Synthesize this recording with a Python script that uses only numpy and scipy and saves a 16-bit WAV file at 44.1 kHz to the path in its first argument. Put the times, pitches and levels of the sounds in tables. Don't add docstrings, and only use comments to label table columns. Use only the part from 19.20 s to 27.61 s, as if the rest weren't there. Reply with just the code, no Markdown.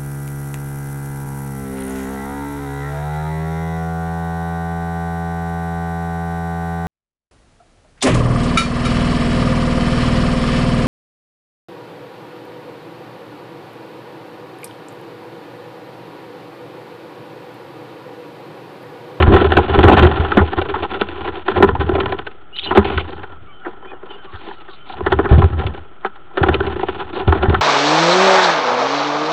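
import sys
import numpy as np
from scipy import signal
from scipy.fft import rfft, irfft
from scipy.io import wavfile

SR = 44100
rng = np.random.default_rng(int(sys.argv[2]) if len(sys.argv) > 2 else 0)


def pcm_store(signal):
    levels = np.round(np.clip(np.atleast_2d(signal), -1, 1) * 32767)
    wavfile.write(sys.argv[1], SR, levels.astype(np.int16).T)


N = 370881
TIME = np.arange(N) / SR

# (frequency [Hz], width [Hz], gain [dB])
HOUSING_MODES = [(79.2, 15.3, 11), (127, 350, -34), (20.2, 30, -7.5)]


def from_db(db):
    return 10 ** (np.asarray(db) / 20)


def unit_rms(x):
    return x / np.sqrt(np.mean(x ** 2) + 1e-20)


def butter(x, hz, kind, order=2):
    return signal.sosfilt(signal.butter(order, hz, kind, fs=SR, output="sos"), x)


def wander(cutoff_hz, size):
    return unit_rms(butter(rng.standard_normal(size + SR // 10), cutoff_hz, "low")[SR // 10:])


def add(track, time_s, sound):
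    start = int(np.clip(round(time_s * SR), 0, N - 1))
    track[start:start + len(sound)] += sound[:N - start]


def resonate(x, modes):
    out = 0
    for k, (hz, width_hz, db) in enumerate(modes):
        r = np.exp(-np.pi * width_hz / SR)
        poles = [1, -2 * r * np.cos(2 * np.pi * hz / SR), r * r]
        ring = (1 - r * r) / 2 * signal.lfilter([1, 0, -1], poles, x + 1e-18)
        out = out + (-1) ** k * from_db(db) * ring
    return out


def favour(modes, centre_hz, db_per_octave):
    return [(hz, width_hz, db - db_per_octave * abs(np.log2(hz / centre_hz)))
            for hz, width_hz, db in modes]


def grains(size, per_s, spread_db):
    strength = from_db(spread_db * np.minimum(rng.exponential(1, size), 4))
    contacts = rng.random(size) < per_s / SR
    return unit_rms(contacts * strength * rng.choice([-1, 1], size))


def whistle(hz, rms_db):
    phase = 2 * np.pi * np.cumsum(hz) / SR
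    return from_db(rms_db) * np.sqrt(2) * np.sin(phase) * signal.windows.tukey(len(hz), 0.1)


def outdoors(rms_db=-46.5):
    # (frequency [Hz], relative density [dB])
    spectrum = [(18, -48.5), (30, -7), (123, -13.5), (168, -12.5), (245, -19), (390, -9), (481, -19.5),
                (831, -15), (923, -29), (1210, -17), (1320, -7.5), (1590, -22), (2640, -32), (3260, -24.5),
                (4560, -61), (5930, -89), (10000, -120)]
    hz, db = np.transpose(spectrum)
    colour_db = np.interp(np.log(np.fft.rfftfreq(N, 1 / SR) + 1), np.log(hz), db)
    noise = irfft(rfft(rng.standard_normal(N)) * from_db(colour_db), N)
    return from_db(rms_db) * unit_rms(noise)


def far_birds(fall=0.104, length_s=0.0895, blur_hz=55, gain_db=-2):
    # (time [s], starting pitch [Hz], relative level [dB])
    notes = [(4.08, 1430, -40), (4.256, 1240, -44), (4.393, 1480, -41), (4.69, 1200, -49),
             (4.839, 1450, -55), (4.96, 1620, -46), (5.048, 1210, -40.5), (5.118, 1650, -43),
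             (5.36, 1387, -41), (5.471, 1200, -43), (5.6, 1420, -45)]
    out, t = np.zeros(N), TIME[:int(length_s * SR)]
    for time_s, start_hz, db in notes:
        hz = start_hz * (1 - fall * t / length_s) + blur_hz * wander(220, len(t))
        add(out, time_s, whistle(hz, db + gain_db) * np.sin(np.pi * t / length_s))
    return out


def chirp(length_s, top_hz, db, crest, drop_hz, ends_db, waver_hz=25, flutter_db=1.5, hoarse=0.2):
    size = int(length_s * SR)
    sag = (TIME[:size] / length_s - crest) ** 2
    sag /= sag.max()
    hz = top_hz - drop_hz * sag + waver_hz * wander(250, size)
    level_db = db + ends_db * sag + flutter_db * wander(60, size)
    return whistle(hz, level_db) * (1 + hoarse * wander(300, size))


def chirps(count=5, first_s=4.275, period_s=0.318):
    # (time [s], length [s], top pitch [Hz], level [dB])
    peeps = [(4.263, 0.08, 2300, -57), (4.669, 0.06, 2500, -47.5), (4.672, 0.042, 3440, -54),
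             (4.889, 0.034, 3070, -40.5), (4.915, 0.035, 3530, -47), (4.923, .036, 2920, -42),
             (4.918, 0.04, 4640, -55)]
    out = np.zeros(N)
    for k in range(count):
        thin_call = chirp(length_s=0.19, top_hz=3080, db=-54.5, crest=0.38, drop_hz=333, ends_db=-9)
        add(out, first_s + k * period_s, thin_call)
    for time_s, length_s, top_hz, db in peeps:
        add(out, time_s, chirp(length_s, top_hz, db, crest=0.49, drop_hz=198, ends_db=-7))
    return out


def squeal(rest_hz=2815, full_rasp_hz=3760, buzz_hz=165, swing_hz=240, rasp_hz=330, throb=0.45,
           second_hz=3050, second_db=-8, hiss_db=-4, slack_db=-9):
    # (time [s], length [s], point of most strain [0-1], pitch there [Hz], relative level [dB])
    syllables = [(3.326, 0.05, 0.86, 2970, -30.5), (3.357, 0.018, 0.3, 3900, -24.5),
                 (3.379, 0.012, 0.7, 3105, -17), (3.387, .011, 0.8, 3780, -16.5),
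                 (3.404, .02, .7, 3380, -27.5), (3.423, 0.0443, .62, 3960, -20.5),
                 (3.467, 0.013, 0.4, 2980, -18.5), (3.486, .014, .5, 2950, -26)]
    out = np.zeros(N)
    for time_s, length_s, crest, top_hz, db in syllables:
        size = int(length_s * SR)
        strain = np.sin(np.pi / 2 * np.interp(TIME[:size] / length_s, [0, crest, 1], [0, 1, 0]))
        hz = rest_hz + (top_hz - rest_hz) * strain
        rough = np.interp(hz, [rest_hz, full_rasp_hz], [0.1, 0.88])
        buzz = np.sin(2 * np.pi * np.cumsum(buzz_hz * (1 + 0.099 * wander(60, size))) / SR)
        first_side = whistle(hz + rough * (swing_hz * buzz + rasp_hz * wander(930, size)), db)
        second_side = rough * whistle(second_hz + rasp_hz * wander(850, size), db + second_db)
        noise = unit_rms(butter(rng.standard_normal(size), [2700, 4400], "band", order=1))
        hiss = rough * from_db(db + hiss_db) * noise
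        envelope = (1 + throb * buzz) * from_db(slack_db * (1.5 - strain))
        add(out, time_s, (first_side + second_side + hiss) * envelope)
    return out


def wall_echoes(x, t60_s=0.058, wet_db=-8):
    t = TIME[:SR // 10]
    tail = rng.standard_normal(len(t)) * from_db(-60 * t / t60_s)
    return x + from_db(wet_db) * signal.fftconvolve(x, tail / np.linalg.norm(tail))[:N]


def struggle_db(t, still_db=(-55, -71, -62.5), fade_s=0.039):
    # (time [s], scraping [dB], stirred air [dB], straw [dB])
    bouts = [
        [(0.0, -16.5, -13, -32), (0.458, -23.5, -29.5, -33), (0.618, -18.5, -20.5, -31.5),
         (0.738, -11.5, -17, -25), (0.818, -11, -14, -26.5), (0.926, -22, -26, -34), (1.3, -31.5, -34.5, -38)],
        [(1.33, -27, -37, -39), (1.428, -29.5, -35, -41.5), (1.616, -27, -37, -35.5),
         (1.796, -35.5, -43.5, -45), (1.938, -33.5, -44.5, -42), (2.1, -27, -37.5, -37),
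         (2.25, -36, -47.5, -44)],
        [(2.28, -25, -46, -31.5), (2.336, -22.5, -31.5, -35), (2.474, -25.5, -19.5, -40),
         (2.674, -29.5, -33.5, -44.5), (2.868, -23.5, -27.5, -41.5), (3.06, -43, -45, -53.5),
         (3.12, -44, -55, -50)],
        [(3.45, -32, -48, -44), (3.516, -30, -27, -32.5), (3.604, -23, -44, -41), (3.668, -26, -28.5, -30.5),
         (4.036, -40, -43.5, -54), (4.154, -44.5, -50, -56), (4.25, -64, -45, -74)],
        [(4.48, -43, -66, -54), (4.638, -41.5, -73, -63), (5.016, -42.5, -76, -52), (5.118, -44.5, -65, -49.5),
         (5.3, -36.5, -67, -45), (5.452, -51, -73, -56.5), (5.6, -61, -74, -51)],
        [(5.68, -45.5, -64, -48), (5.804, -30, -34.5, -43), (5.968, -38, -23.5, -47), (6.064, -22.5, -28, -38),
         (6.266, -34.5, -38, -45.5), (6.396, -27, -22, -43), (6.62, -40.5, -43.5, -49.5)],
        [(7.17, -34, -56, -50), (7.356, -25, -26.5, -41.5), (7.662, -33, -38, -38.5), (7.932, -32, -44, -44),
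         (8.122, -27, -32, -39), (8.25, -20.5, -23.5, -39), (8.41, -30, -28.5, -38)],
    ]
    gains = from_db(still_db)[:, None]
    for bout in bouts:
        times_s, *columns_db = np.transpose(bout)
        levels_db = [np.interp(t, times_s, column) for column in columns_db]
        outside_s = np.maximum(np.maximum(times_s[0] - t, t - times_s[-1]), 0)
        fade = np.exp(-np.minimum(outside_s / fade_s, 20))
        gains = np.maximum(gains, from_db(levels_db) * fade)
    return 20 * np.log10(gains)


def draught(stirred_db, gain_db=3):
    rumble = butter(resonate(rng.standard_normal(N), HOUSING_MODES), 490, "low")
    return from_db(stirred_db + gain_db) * unit_rms(rumble)


def puffs(push_s=0.0014, eddy_gain=0.94, eddy_s=0.018):
    # (time [s], peak [dB])
    strokes = [(0.079, 4.5), (0.133, -4), (0.368, -5.5), (0.574, 0.5), (0.643, 1.5), (0.821, 1.2),
               (0.843, -3.2), (0.997, -8), (1.204, -6.5), (1.376, -14), (2.591, -10.5), (2.641, -19),
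               (2.729, -11), (3.579, -9), (3.767, -12.5), (5.137, -26.5), (5.921, -15.5), (6.113, 4),
               (6.176, 1.5), (6.234, -2.5), (6.303, -16), (6.384, -21.5), (6.45, -11), (7.213, -6),
               (7.288, -10), (8.073, -2.5), (8.284, -3)]
    out, t = np.zeros(N), TIME[:SR // 4]
    push = t / push_s * np.exp(1 - t / push_s)
    for time_s, peak_db in strokes:
        eddies = eddy_gain * wander(190, len(t)) * np.exp(-t / eddy_s)
        boom = resonate(-(push + eddies), HOUSING_MODES)
        add(out, time_s, from_db(peak_db) * boom / np.abs(boom).max())
    return out


def feather_drags(band_hz=(3100, 4600), clump_db=3):
    # (time [s], length [s], level [dB])
    drags = [(3.856, 0.14, -50), (5.064, 0.36, -50.5), (5.481, 0.096, -45.5), (5.66, 0.1, -43),
             (7.917, 0.11, -38.5)]
    out = np.zeros(N)
    for time_s, length_s, db in drags:
        size = int(length_s * SR)
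        catches = grains(size, per_s=1200, spread_db=1.0) * from_db(clump_db * wander(70, size))
        scratch = unit_rms(butter(catches, band_hz, "band"))
        add(out, time_s, from_db(db) * scratch * signal.windows.tukey(size, 0.6))
    return out


def nest_box(force, spot_hz, focus_db_per_octave, top_hz, hollow_hz):
    # (frequency [Hz], width [Hz], gain [dB])
    air_modes = [(205.5, 15.5, -4.5), (326.5, 88.7, -3), (391.4, 35.7, 1.5), (464, 34.5, -4.5),
                 (400, 640, -13.5)]
    board_modes = [(735.3, 107, 7.5), (827, 108, 9.5), (999.4, 57, 9.5), (960, 9.1, -13.5),
                   (1283.5, 68, 10), (1378, 240, 5), (1496, 103, 11), (1774, 100, 0.5), (1985, 37, -1),
                   (1179, 995, -0.5)]
    feather_modes = [(2248, 893, 2), (3113, 258, 2.5), (3444, 217, -1), (3840, 1400, -43)]
    air = resonate(force, favour(air_modes, hollow_hz, db_per_octave=7))
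    air = butter(butter(air, 830, "low"), 0.34 * hollow_hz, "high", order=4)
    boards = resonate(force, favour(board_modes, spot_hz, focus_db_per_octave))
    boards = butter(butter(boards, top_hz, "low", order=4), 310, "high")
    swish = butter(resonate(force, feather_modes), 2040, "high", order=4)
    return air, boards, swish


def scuffle(scraping_db, straw_db, clump_db=4.5, air_db=-2, boards_db=-3, air_slope=1.16, pivot_db=-30):
    force = grains(N, per_s=2700, spread_db=4.0) * from_db(clump_db * wander(25, N))
    parts = nest_box(force, spot_hz=1050, focus_db_per_octave=8, top_hz=2080, hollow_hz=325)
    hollow_db = pivot_db + air_slope * (scraping_db - pivot_db)
    levels_db = (hollow_db + air_db, scraping_db + boards_db, straw_db)
    return sum(from_db(db) * unit_rms(part) for db, part in zip(levels_db, parts))


def blow(swell_s, levels_db, spot_hz, bare, graze_s=0.033, graze_db=-21, brush_s=0.027, brush_db=-22):
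    lead = rms_span = SR // 50
    t = TIME[:SR // 7] - lead / SR
    age = np.maximum(t, 0) / swell_s
    slap = age * np.exp(1 - 1.147 * age)
    graze = from_db(graze_db) * np.exp(-abs(t) / graze_s)
    brush = from_db(brush_db) * np.exp(-abs(t) / brush_s)
    force = (slap + np.where(t < 0, graze, brush)) * grains(len(t), per_s=7000, spread_db=1.5)
    force *= from_db(-11 * bare)
    force[lead + SR // 1000] += 7.0
    top_hz = 2100 * (1 - bare) + 1.19 * spot_hz * bare
    focus_db_per_octave = 7 + 19 * bare
    hollow_hz = np.interp(levels_db[0], [-24, -12, -3], [440, 345, 215])
    parts = nest_box(force, spot_hz, focus_db_per_octave, top_hz, hollow_hz)
    return sum(from_db(db) * part / np.sqrt(np.sum(part ** 2) / rms_span)
               for db, part in zip(levels_db, parts))


def land(blows):
    out = np.zeros(N + SR)
    for time_s, sound in blows:
        start = max(int(time_s * SR) - SR // 600, 0)
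        out[start:start + len(sound)] += sound
    return out[SR // 50:][:N]


def touches(per_s=11, spread_db=2, swell_s=0.0045, air_db=1.0, boards_db=-6.5, swish_db=-12):
    count = int(N / SR * per_s)
    time_jitter, level_jitter = rng.standard_normal((count, 2)).T
    times_s = np.clip((np.arange(count) + 0.3 * time_jitter) / per_s, 0, N / SR)
    strengths_db = struggle_db(times_s)[0] + spread_db * level_jitter
    balance_db = np.array([air_db, boards_db, swish_db])
    return land((time_s, blow(swell_s, db + balance_db, spot_hz=1050, bare=0.12))
                for time_s, db in zip(times_s, strengths_db))


def knocks(swish_db=-19, bare=0.62):
    # (time [s], swell scale [s], box air [dB], boards [dB], spot pitch [Hz])
    hits = [(0.383, 0.005, -12, -11, 865), (0.644, 0.02, -9, -13.5, 1150),
            (0.681, 0.0035, -8.5, -7.5, 1260), (0.695, .0036, -7.5, -8.5, 830),
            (0.714, 0.0048, -8.5, -12.5, 810), (0.871, 0.0026, -15, -22, 890),
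            (1.185, 0.008, -17.5, -13.5, 1190), (1.213, 0.0092, -15.5, -18.5, 850),
            (1.54, 0.01, -37, -17, 1014), (1.648, 0.004, -30, -24.5, 950), (2.403, 0.0026, -11, -27, 1040),
            (2.425, 0.0028, -1.5, -6, 1230), (2.44, .0024, -8.5, -14.5, 1070),
            (2.551, 0.0038, -30, -19.5, 880), (2.716, .004, -19, -29, 865),
            (2.781, 0.0055, -16.5, -24, 950), (3.509, 0.0071, -16.5, -14.5, 1080),
            (3.573, 0.0025, -1.5, -7, 1100), (4.463, 0.0069, -23.5, -30, 1090),
            (4.625, 0.0036, -42, -40.5, 1040), (4.83, 0.0037, -33.5, -40, 1120),
            (5.735, .005, -56, -32, 795), (5.807, 0.0022, -21, -31.5, 1020),
            (5.989, 0.006, -10.5, -16.5, 1120), (6.219, 0.0051, -22, -16, 1030),
            (6.848, 0.0017, -22, -19, 1350), (7.205, 0.011, -17, -38, 1260),
            (7.262, 0.0045, -16.5, -22, 850), (7.631, 0.0038, -18.5, -19.5, 810),
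            (8.124, 0.0029, -15, -13, 995), (8.325, 0.0049, -15.5, -27, 860)]
    return land((time_s, blow(swell_s, (air_db, boards_db, boards_db + swish_db), spot_hz, bare))
                for time_s, swell_s, air_db, boards_db, spot_hz in hits)


def wing_slaps(bare=0.045):
    # (time [s], swell scale [s], box air [dB], boards [dB], swish [dB], spot pitch [Hz])
    slaps = [(0.002, 0.0021, -13.5, -23, -37.5, 930), (0.024, 0.0026, -15, -14.5, -17.5, 1200),
             (0.08, 0.033, -6, -31, -39, 900), (0.137, 0.0071, -5, -12.5, -24, 760),
             (0.162, 0.0057, -29, -16, -24.5, 1250), (0.21, 0.0084, -10.5, -19.5, -26.5, 900),
             (0.244, 0.0035, -12, -22, -28, 1210), (0.32, 0.0012, -14.5, -14.5, -23, 1030),
             (0.368, 0.0031, -7, -10.5, -19, 1540), (0.481, 0.008, -18.5, -30, -33, 860),
             (0.576, 0.0039, -12.5, -31, -38, 930), (0.588, 0.0037, -9.5, -14, -22, 960),
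             (0.63, .005, -11, -12, -20.5, 820), (0.728, .006, -7, -15.5, -22.5, 930),
             (0.768, 0.0086, -16, -12.5, -18.5, 1140), (0.791, 0.0029, -13.5, -16, -19, 1020),
             (0.823, 0.0055, -11, -17.5, -22, 1030), (0.849, 0.0015, -11, -16, -27, 990),
             (0.998, 0.0095, -22, -23.5, -31, 1000), (1.047, 0.0032, -30, -21.5, -31.5, 1215),
             (1.118, 0.0023, -24, -15, -28.5, 1400), (1.171, 0.0035, -4, -14.5, -21, 1230),
             (1.382, 0.0052, -15.5, -20, -30.5, 1050), (1.415, 0.0033, -21.5, -25.5, -27.5, 1280),
             (1.487, 0.01, -19, -27, -30, 1160), (1.735, 0.0099, -23.5, -24, -29.5, 1070),
             (1.813, 0.0017, -15, -18, -21.5, 1280), (1.886, 0.0031, -30, -34.5, -34, 1410),
             (2.043, 0.012, -24.5, -27, -35, 960), (2.075, 0.0035, -30, -28, -38, 1160),
             (2.281, 0.003, -15.5, -16, -27, 1420), (2.358, 0.011, -17, -18, -28, 1080),
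             (2.488, 0.0018, -17.5, -18.5, -31, 1100), (2.598, 0.012, -22, -21, -29.5, 1300),
             (2.692, 0.0011, -14, -23.5, -33.5, 775), (2.752, .004, -14.5, -24.5, -29, 930),
             (2.801, 0.0044, -17.5, -21.5, -24.5, 1190), (2.858, 0.0018, -25, -22, -28, 970),
             (2.922, 0.0022, -20, -22, -29, 1050), (2.988, 0.0027, -27, -27.5, -32, 1300),
             (3.067, 0.0032, -31, -27.5, -33, 1420), (3.55, .012, -11.5, -15.5, -25.5, 940),
             (3.646, 0.0055, -21.5, -23.5, -27, 900), (3.699, 0.0026, -24, -26.5, -34, 890),
             (3.776, 0.0028, -25, -19, -23.5, 1580), (3.795, 0.0072, -32, -36, -28, 1410),
             (4.032, 0.0046, -34, -30, -39.5, 1050), (4.449, 0.0065, -44, -29, -49, 1050),
             (4.728, 0.0069, -35, -39, -59, 1120), (4.904, 0.0073, -43, -36.5, -43, 935),
             (5.136, 0.011, -46, -34.5, -44, 1280), (5.307, 0.0035, -50, -31.5, -54, 875),
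             (5.48, 0.0066, -37, -37.5, -49, 1280), (5.695, 0.0043, -37, -30.5, -40, 804),
             (5.863, .004, -15, -16.5, -28.5, 1180), (5.92, 0.0046, -11.5, -13, -24, 1090),
             (6.055, .004, -20.5, -21.5, -43.5, 1230), (6.108, 0.017, -12.5, -16.5, -29.5, 900),
             (6.182, 0.0068, -14, -27, -30.5, 870), (6.242, 0.0012, -17, -26, -34.5, 1280),
             (6.393, 0.0041, -42, -30, -36.5, 1500), (6.41, 0.0068, -40, -26, -38, 875),
             (6.466, 0.0032, -25, -33, -29.5, 1290), (6.547, .002, -45, -38.5, -45, 1730),
             (6.857, 0.0046, -34, -25, -35, 1250), (6.957, 0.0054, -51.5, -42, -50, 1200),
             (7.172, .005, -16, -19, -27.5, 1420), (7.23, 0.0037, -13, -13, -24, 1390),
             (7.285, 0.0036, -10.5, -15, -25.5, 1210), (7.343, 0.0026, -13.5, -26, -20, 1210),
             (7.404, 0.0022, -15, -20.5, -33.5, 1310), (7.466, 0.003, -21.5, -30.5, -32, 1000),
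             (7.558, 0.0025, -21.5, -32, -46, 1180), (7.594, .002, -23.5, -26, -39, 880),
             (7.685, 0.0019, -20, -23.5, -32.5, 930), (7.8, .007, -29, -24, -32, 870),
             (7.962, 0.0068, -24, -27.5, -33.5, 905), (7.989, 0.013, -19, -23.5, -31, 880),
             (8.076, 0.0038, -15.5, -20.5, -29.5, 880), (8.154, 0.0036, -21, -29, -38, 950),
             (8.174, 0.0055, -31, -27, -36, 840), (8.228, 0.005, -13.5, -18.5, -27, 1070),
             (8.296, 0.0023, -16.5, -25.5, -30, 900), (8.344, 0.0028, -29, -13.5, -25, 1290)]
    return land((time_s, blow(swell_s, levels_db, spot_hz, bare))
                for time_s, swell_s, *levels_db, spot_hz in slaps)


def scene():
    scraping_db, stirred_db, straw_db = struggle_db(TIME)
    fight = wing_slaps() + knocks() + puffs() + draught(stirred_db)
    nest = scuffle(scraping_db, straw_db) + feather_drags()
    calls = wall_echoes(squeal() + chirps())
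    background = far_birds() + outdoors()
    return (fight + nest + calls + background + touches())[None]


def record(dry, band_hz=4300, dc_offset=-0.021, ceiling=0.9, knee=81.0, treble_db=-8.0):
    narrow = butter(butter(dry, band_hz, "low", order=8), 4940, "low", order=16) + dc_offset
    clipped = narrow / (1 + np.abs(narrow / ceiling) ** (2 * knee)) ** (0.5 / knee)
    in_band = butter(clipped, 4170, "low", order=6)
    overload_treble = from_db(treble_db) * butter(clipped, 4800, "high", order=4)
    return butter(in_band + overload_treble, 16000, "low", order=16)


dry = scene()
out = record(dry)
pcm_store(out)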